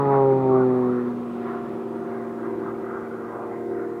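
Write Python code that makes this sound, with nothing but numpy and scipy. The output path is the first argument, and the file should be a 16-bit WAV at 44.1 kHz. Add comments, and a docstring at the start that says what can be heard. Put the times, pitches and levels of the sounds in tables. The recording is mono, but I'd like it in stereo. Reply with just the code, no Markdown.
"""A loud three-blade propeller buzz, sinking in pitch: a small aerobatic plane pulls over and flies away.
As its tail turns towards us, high in open sky, the six-cylinder exhaust throbs through.
Engine roar and the rasp of the propeller wash pulse with the firings, under an airy treble.
Moving air makes the harmonics fade and the wash swell; faint wind and hiss lie below."""
import sys
import numpy as np
from scipy import signal
from scipy.fft import rfft, irfft, next_fast_len
from scipy.io import wavfile
from scipy.ndimage import uniform_filter1d, map_coordinates

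SR = 44100
rng = np.random.default_rng(int(sys.argv[2]) if len(sys.argv) > 2 else 0)


def dump_mix(stems):
    """Bounce the given channels to the path in sys.argv[1] as a 16-bit WAV at rate SR."""
    frames = np.atleast_2d(stems).T  # one column per channel
    limited = np.clip(frames, -1, 1)  # hard clip at full scale
    pcm = np.round(limited * 32767).astype(np.int16)
    wavfile.write(sys.argv[1], SR, pcm)


N = 176400

# the six firings of one engine cycle: place_intervals, strength
CYLINDERS = [(.28, .44), (1.12, 0.4), (2.31, 0.47), (3.14, 0.46), (4, 0.38), (4.95, 0.52)]
BLADE_PLACE = 0.078  # where the blade pulse falls, in firing intervals
TURN_START_S, TURN_END_S = 1.7, 2.45  # the tail swings towards us
TOP_HZ = 15760


def amp(db):
    """Decibels to gain."""
    return 10 ** (np.asarray(db) / 20)


def unit(x):
    """Scale to rms 1."""
    return x / np.sqrt(np.mean(x ** 2) + 1e-20)


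def along(points, hz):
    """Read (freq_hz, value) points on a log frequency axis."""
    freqs, values = np.transpose(points)
    return np.interp(np.log(hz + 1), np.log(freqs + 1), values)


def curve(rows):
    """Draw (time_s, value) points as one value per sample."""
    return np.interp(np.arange(N) / SR, *np.transpose(rows))


def wobble(rate_hz):
    """A smooth random curve, rate_hz knots a second."""
    return map_coordinates(rng.standard_normal(400), [np.arange(N) * rate_hz / SR], mode="mirror")


def filtered(x, response):
    """Shape x with a gain that depends on frequency."""
    size = next_fast_len(N + SR // 4)
    return irfft(rfft(x, size) * response(np.fft.rfftfreq(size, 1 / SR)), size)[..., :N]


def crossfade(early, late, start_s, end_s):
    """Equal-power blend from one noise to another."""
    angle = np.pi / 2 * curve([(start_s, 0), (end_s, 1)])
    return np.cos(angle) * early + np.sin(angle) * late


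def rush(tone, patchy_db):
    """Coloured stereo noise of rms 1, with patches of random gain in time and frequency."""
    # stereo image, wider in the treble: freq_hz, left_right_likeness
    likeness = [(400, 1), (700, 0.8), (1300, 0.91), (1600, .7), (2000, 0.52), (2300, 0.088), (12000, .2)]
    spectra = signal.stft(rng.standard_normal((2, N)), nperseg=1024)[2]
    patches = uniform_filter1d(rng.standard_normal(spectra.shape[1:]), size=4, axis=0)
    patches = uniform_filter1d(patches, size=10, axis=1)
    noise = signal.istft(spectra * amp(patchy_db * unit(patches)), nperseg=1024)[1][:, :N]

    def mid_side_gains(hz):
        width = np.arccos(np.clip(along(likeness, hz), -1, 1)) / 2
        return amp(along(tone, hz)) * [np.cos(width), np.sin(width)]

    mid, side = filtered(noise, mid_side_gains)
    return unit(np.array([mid + side, mid - side]))


def partial(phase, level_db, hz):
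    """One partial heard through moving air: the higher it is, the more it fades, wanders and lags."""
    fade_db, wander_rad, lag_rad = 2.6, 0.75, 3.28  # at 1 kHz
    low_cut_hz = 308.4  # the microphone's low cut advances the phase of partials below it
    khz_squared = (hz / 1000) ** 2
    fade = amp(fade_db * np.minimum(khz_squared, 1) * wobble(10))
    wander = wander_rad * (wobble(13) + .5 * wobble(60))
    shift = (low_cut_hz / hz) ** 2 + khz_squared * (wander - lag_rad)
    return np.sqrt(2) * amp(level_db) * fade * np.cos(phase + shift)


def propeller(firings, firing_hz):
    """Blade pulses buzz as nine harmonics in step, dying down as the plane turns away."""
    # envelope of each harmonic: time_s, level_db
    first = [(0, -28.5), (.15, -27.5), (.4, -28.5), (.67, -32), (.85, -36), (1.05, -44), (1.4, -50.5),
             (3.5, -51.5), (4, -54)]
    second = [(0, -29.5), (0.351, -28.5), (.6, -23), (.95, -25), (1.25, -31.5), (1.5, -33.5), (1.7, -37),
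              (2.2, -35.5), (2.6, -38), (3.05, -39.5), (3.35, -44.5), (3.65, -40), (4, -44.5)]
    third = [(0, -26.5), (.12, -20), (0.321, -17), (.41, -26), (0.539, -17), (.7, -21), (.88, -24.5),
             (1.07, -32), (1.17, -50), (1.35, -37), (2.1, -45), (2.45, -36), (2.68, -35.5), (3.2, -46),
             (3.75, -32.5), (4, -37)]
    fourth = [(0, -35), (0.171, -27.5), (.28, -26), (.42, -34), (0.799, -34.5), (1, -36.5), (1.25, -56),
              (1.5, -48), (2.2, -51.5), (3, -43.5), (3.6, -40.5), (3.8, -37), (4, -40.5)]
    fifth = [(0, -41), (.14, -31), (.23, -34), (.3, -49.5), (.45, -38.5), (.58, -30.5), (.65, -43.5),
             (.78, -39.5), (1, -56.5)]
    sixth = [(0, -32), (0.201, -26), (.26, -33), (.52, -30.5), (.64, -39.5), (.86, -40.5), (.97, -54),
             (1.35, -46.5), (1.55, -41.5), (1.8, -50.5), (2.1, -44.5), (3.2, -48.5), (3.5, -43.5), (4, -46)]
    seventh = [(0, -27), (.06, -39), (.11, -24.5), (.24, -32.5), (.29, -39.5), (.5, -33.5), (.57, -37.5),
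               (.68, -48), (1.1, -66)]
    eighth = [(0, -35), (.07, -44.5), (.13, -30), (0.219, -33.5), (.3, -49.5), (.6, -58.5)]
    ninth = [(0, -37), (.14, -39.5), (.33, -53), (.49, -52), (0.559, -36), (.7, -53), (1.3, -57.5),
             (2.4, -56)]
    envelopes = [first, second, third, fourth, fifth, sixth, seventh, eighth, ninth]
    # the exhaust takes over the third harmonic, nearly out of step with the blades
    handover_cycles = curve([(1.1, 0), (1.3, .45)])
    buzz = np.zeros(N)
    for harmonic, envelope in enumerate(envelopes, 1):
        cycles = harmonic * (firings - BLADE_PLACE) - handover_cycles * (harmonic == 3)
        buzz += partial(2 * np.pi * cycles, curve(envelope), harmonic * firing_hz)
    return buzz


def puffs(firings, depth):
    """A gain of steady mean power that swells at each firing, more for the stronger cylinders."""
    lead = 0.25  # firing intervals ahead of the blade pulse
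    place, strength = np.transpose(CYLINDERS)
    size = np.interp(firings, place, strength, period=len(place))
    evenness = curve([(0, 1), (TURN_START_S, 0)])
    size += (strength.mean() - size) * evenness
    gain = 1 + depth * size * np.cos(np.pi * (firings - BLADE_PLACE + lead)) ** 4
    return gain / np.sqrt(uniform_filter1d(gain ** 2, size=SR // 10))


def engine_roar(firings):
    """Low, rough engine noise that pulses with the firings."""
    # envelope: time_s, level_db
    envelope = [(0, -35), (.6, -31.5), (1, -36.5), (1.4, -39.5), (2.1, -39), (2.6, -38.5), (3.2, -40),
                (4, -44)]
    # colour: freq_hz, relative_db
    tone = [(20, -64), (60, -23), (100, -10), (140, -5), (200, 0.5), (250, -4), (300, -3), (370, 6),
            (430, -6.5), (510, -3.5), (620, -24), (750, -25.5), (1000, -27.5), (2000, -60), (5000, -120)]
    return amp(curve(envelope)) * rush(tone, patchy_db=1.45) * puffs(firings, depth=0.52)


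def air_swells(wash):
    """Moving air focuses the wash: gliding bands swell, or now and then dip, for a moment."""
    # peak_s, half_length_s, centre_hz, half_width_octaves, glide_octaves_per_s, gain_db
    swells = [(0.146, 0.04, 1700, 1, -4, 8.5), (0.422, 0.12, 1610, 0.32, 0.5, -4),
              (0.541, 0.036, 1150, 0.12, 3.5, 11), (0.578, 0.058, 1150, 0.97, 0.5, 8),
              (0.626, .035, 1394, 0.056, -3.5, 13.5), (0.826, 0.097, 973, 0.23, 5, 8),
              (0.992, 0.093, 1326, .7, -1, 4.5), (1.542, 0.12, 1400, 1, -0.5, 10),
              (2.13, 0.15, 1510, 0.73, .8, 5.5), (2.447, 0.063, 1480, 0.57, 7, 7.5),
              (2.679, 0.064, 1190, 0.7, -1, 10), (2.965, .14, 1430, 0.55, -.24, 9.5),
              (3.37, 0.2, 1037, 1, -4.5, 9), (3.566, .06, 1870, 0.32, -1.9, 10.5),
              (3.665, .05, 1160, 0.26, -2, -8), (3.795, 0.1, 1630, 0.49, -1, 8.3)]
    hz, t, spectra = signal.stft(wash, SR, nperseg=1024)
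    gain_db = np.zeros(spectra.shape)
    for peak_s, half_length, centre_hz, half_width, glide, db in swells:
        octaves_off = np.log2((hz[:, None] + 1) / centre_hz) - glide * (t - peak_s)
        gain_db += db * np.exp(-((t - peak_s) / half_length) ** 2 - (octaves_off / half_width) ** 2)
    return signal.istft(spectra * amp(gain_db), nperseg=1024)[1][:, :N]


def propeller_wash(firings):
    """Rasping air chopped by the blades; its colour shifts as the tail turns towards us."""
    # envelope ahead of the swells: time_s, level_db
    envelope = [(0, -33.5), (.35, -37), (.8, -39), (1.25, -43), (1.85, -44), (2.5, -42), (3.2, -43.5),
                (4, -43.5)]
    # colour before and after the turn: freq_hz, relative_db
    early_tone = [(300, -38.5), (520, 1), (900, 0.5), (1050, 1.5), (1200, 0.4), (1430, -3.5), (1550, -10.5),
                  (1700, -10), (1950, -11.5), (2300, -19.5), (2700, -29.5), (4000, -46.5), (8000, -100)]
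    tail_tone = [(300, -35), (520, 3), (900, 0), (1040, -1), (1110, -1.5), (1200, -0.5), (1320, -4),
                 (1430, -4), (1520, -8.5), (1600, -4.5), (1700, -15.5), (1950, -10.5), (2300, -19),
                 (2700, -32.5), (4000, -44), (8000, -100)]
    # how hard the blades chop: time_s, depth
    chop = [(0, 6.7), (.25, 2.5), (.6, 1.5), (1.2, 0.82), (4, 0.68)]
    early, tail = rush(early_tone, patchy_db=1.57), rush(tail_tone, patchy_db=2.4)
    rasp = air_swells(crossfade(early, tail, TURN_START_S, TURN_END_S))
    flicker = amp(0.5 * wobble(40) + 0.87 * wobble(12))
    return amp(curve(envelope)) * rasp * puffs(firings, depth=curve(chop)) * flicker


def far_treble():
    """An airy sheen that fades as the plane leaves."""
    # envelope: time_s, level_db
    envelope = [(0, -57.5), (.5, -59.5), (1.15, -61), (1.45, -57), (1.7, -60.5), (2.05, -64), (2.6, -63.5),
                (3.4, -66), (4, -68.5)]
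    # early and late colour: freq_hz, relative_db
    early_tone = [(500, -61), (1500, -24), (2400, 5), (2950, -4.5), (3600, -2), (4300, -6.5), (5000, -14),
                  (7000, -27), (14000, -67.5)]
    late_tone = [(500, -54.5), (1500, -25.5), (2400, 6), (2900, 1), (3600, -2.5), (4200, -7.5), (5000, -14),
                 (7000, -28.5), (14000, -68)]
    early, late = rush(early_tone, patchy_db=.4), rush(late_tone, patchy_db=0)
    return amp(curve(envelope)) * crossfade(early, late, start_s=.7, end_s=1.3)


def wind():
    """A faint bed of low wind and hiss."""
    # envelope: time_s, level_db
    envelope = [(0, -65.5), (.6, -62.5), (1.3, -61.5), (4, -61.5)]
    # colour: freq_hz, relative_db
    tone = [(20, 5), (40, 19.5), (65, 25), (200, 11.5), (1000, 1), (3000, 2), (5000, 2), (8000, 1),
            (12000, -1), (15500, -3)]
    return amp(curve(envelope)) * rush(tone, patchy_db=-2.0)


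def exhaust(firings, firing_hz):
    """Unequal cylinders add partials at multiples of the engine cycle, which beat into a throb."""
    # partials between the blade harmonics: cycle_multiple, relative_db
    partials = [(8, -20.5), (15, -12), (16, -5.5), (17, -5.5), (19, -7.5), (20, 2), (21, -13), (23, -24.5),
                (25, -20.5), (26, -12.5), (27, -19), (28, -16), (37, -22.5), (38, -18.5), (44, -24)]
    # envelope: time_s, level_db
    envelope = [(0, -49.5), (.5, -55), (.9, -41), (1.2, -45), (1.5, -38), (1.8, -40), (2.05, -35.5),
                (2.25, -40), (2.55, -34), (2.9, -39.5), (3.2, -40), (3.45, -41.5), (3.75, -35), (4, -40)]
    shake_db, shake_rad = 1.65, .14  # unsteady combustion shakes each partial
    place, strength = np.transpose(CYLINDERS)
    level_db, throb = curve(envelope), np.zeros(N)
    for multiple, relative_db in partials:
        ratio = multiple / len(place)
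        offset = np.angle(np.sum(strength * np.exp(-2j * np.pi * ratio * place)))
        phase = 2 * np.pi * ratio * firings + offset + shake_rad * wobble(8)
        throb += partial(phase, level_db + relative_db + shake_db * wobble(8), ratio * firing_hz)
    chug_depth = .12 * (1 + .8 * wobble(16))
    chug = np.cos(2 * np.pi * (firings - 6.2) / len(place))  # one swell per engine cycle
    return throb * (1 + chug_depth * chug)


def scene():
    """The plane over faint wind; one firing count keeps blades and engine together."""
    # blade-pass rate, equal to the firing rate, as heard on the ground: time_s, pitch_hz
    pitch = [(0, 140.53), (.25, 135.12), (.6, 128.53), (1, 122.4), (1.35, 118.92), (1.6, 117.84),
             (1.9, 116.88), (2.25, 116.41), (3, 116.29), (3.5, 116.3), (4, 116.74)]
    firing_hz = curve(pitch)
    firings = np.cumsum(firing_hz) / SR
    bed = wind()
    drone = propeller(firings, firing_hz) + exhaust(firings, firing_hz)
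    return bed + drone + engine_roar(firings) + propeller_wash(firings) + far_treble()


def record(dry):
    """Cut everything above TOP_HZ."""
    return filtered(dry, lambda hz: hz < TOP_HZ)


dry = scene()
out = record(dry)
dump_mix(out)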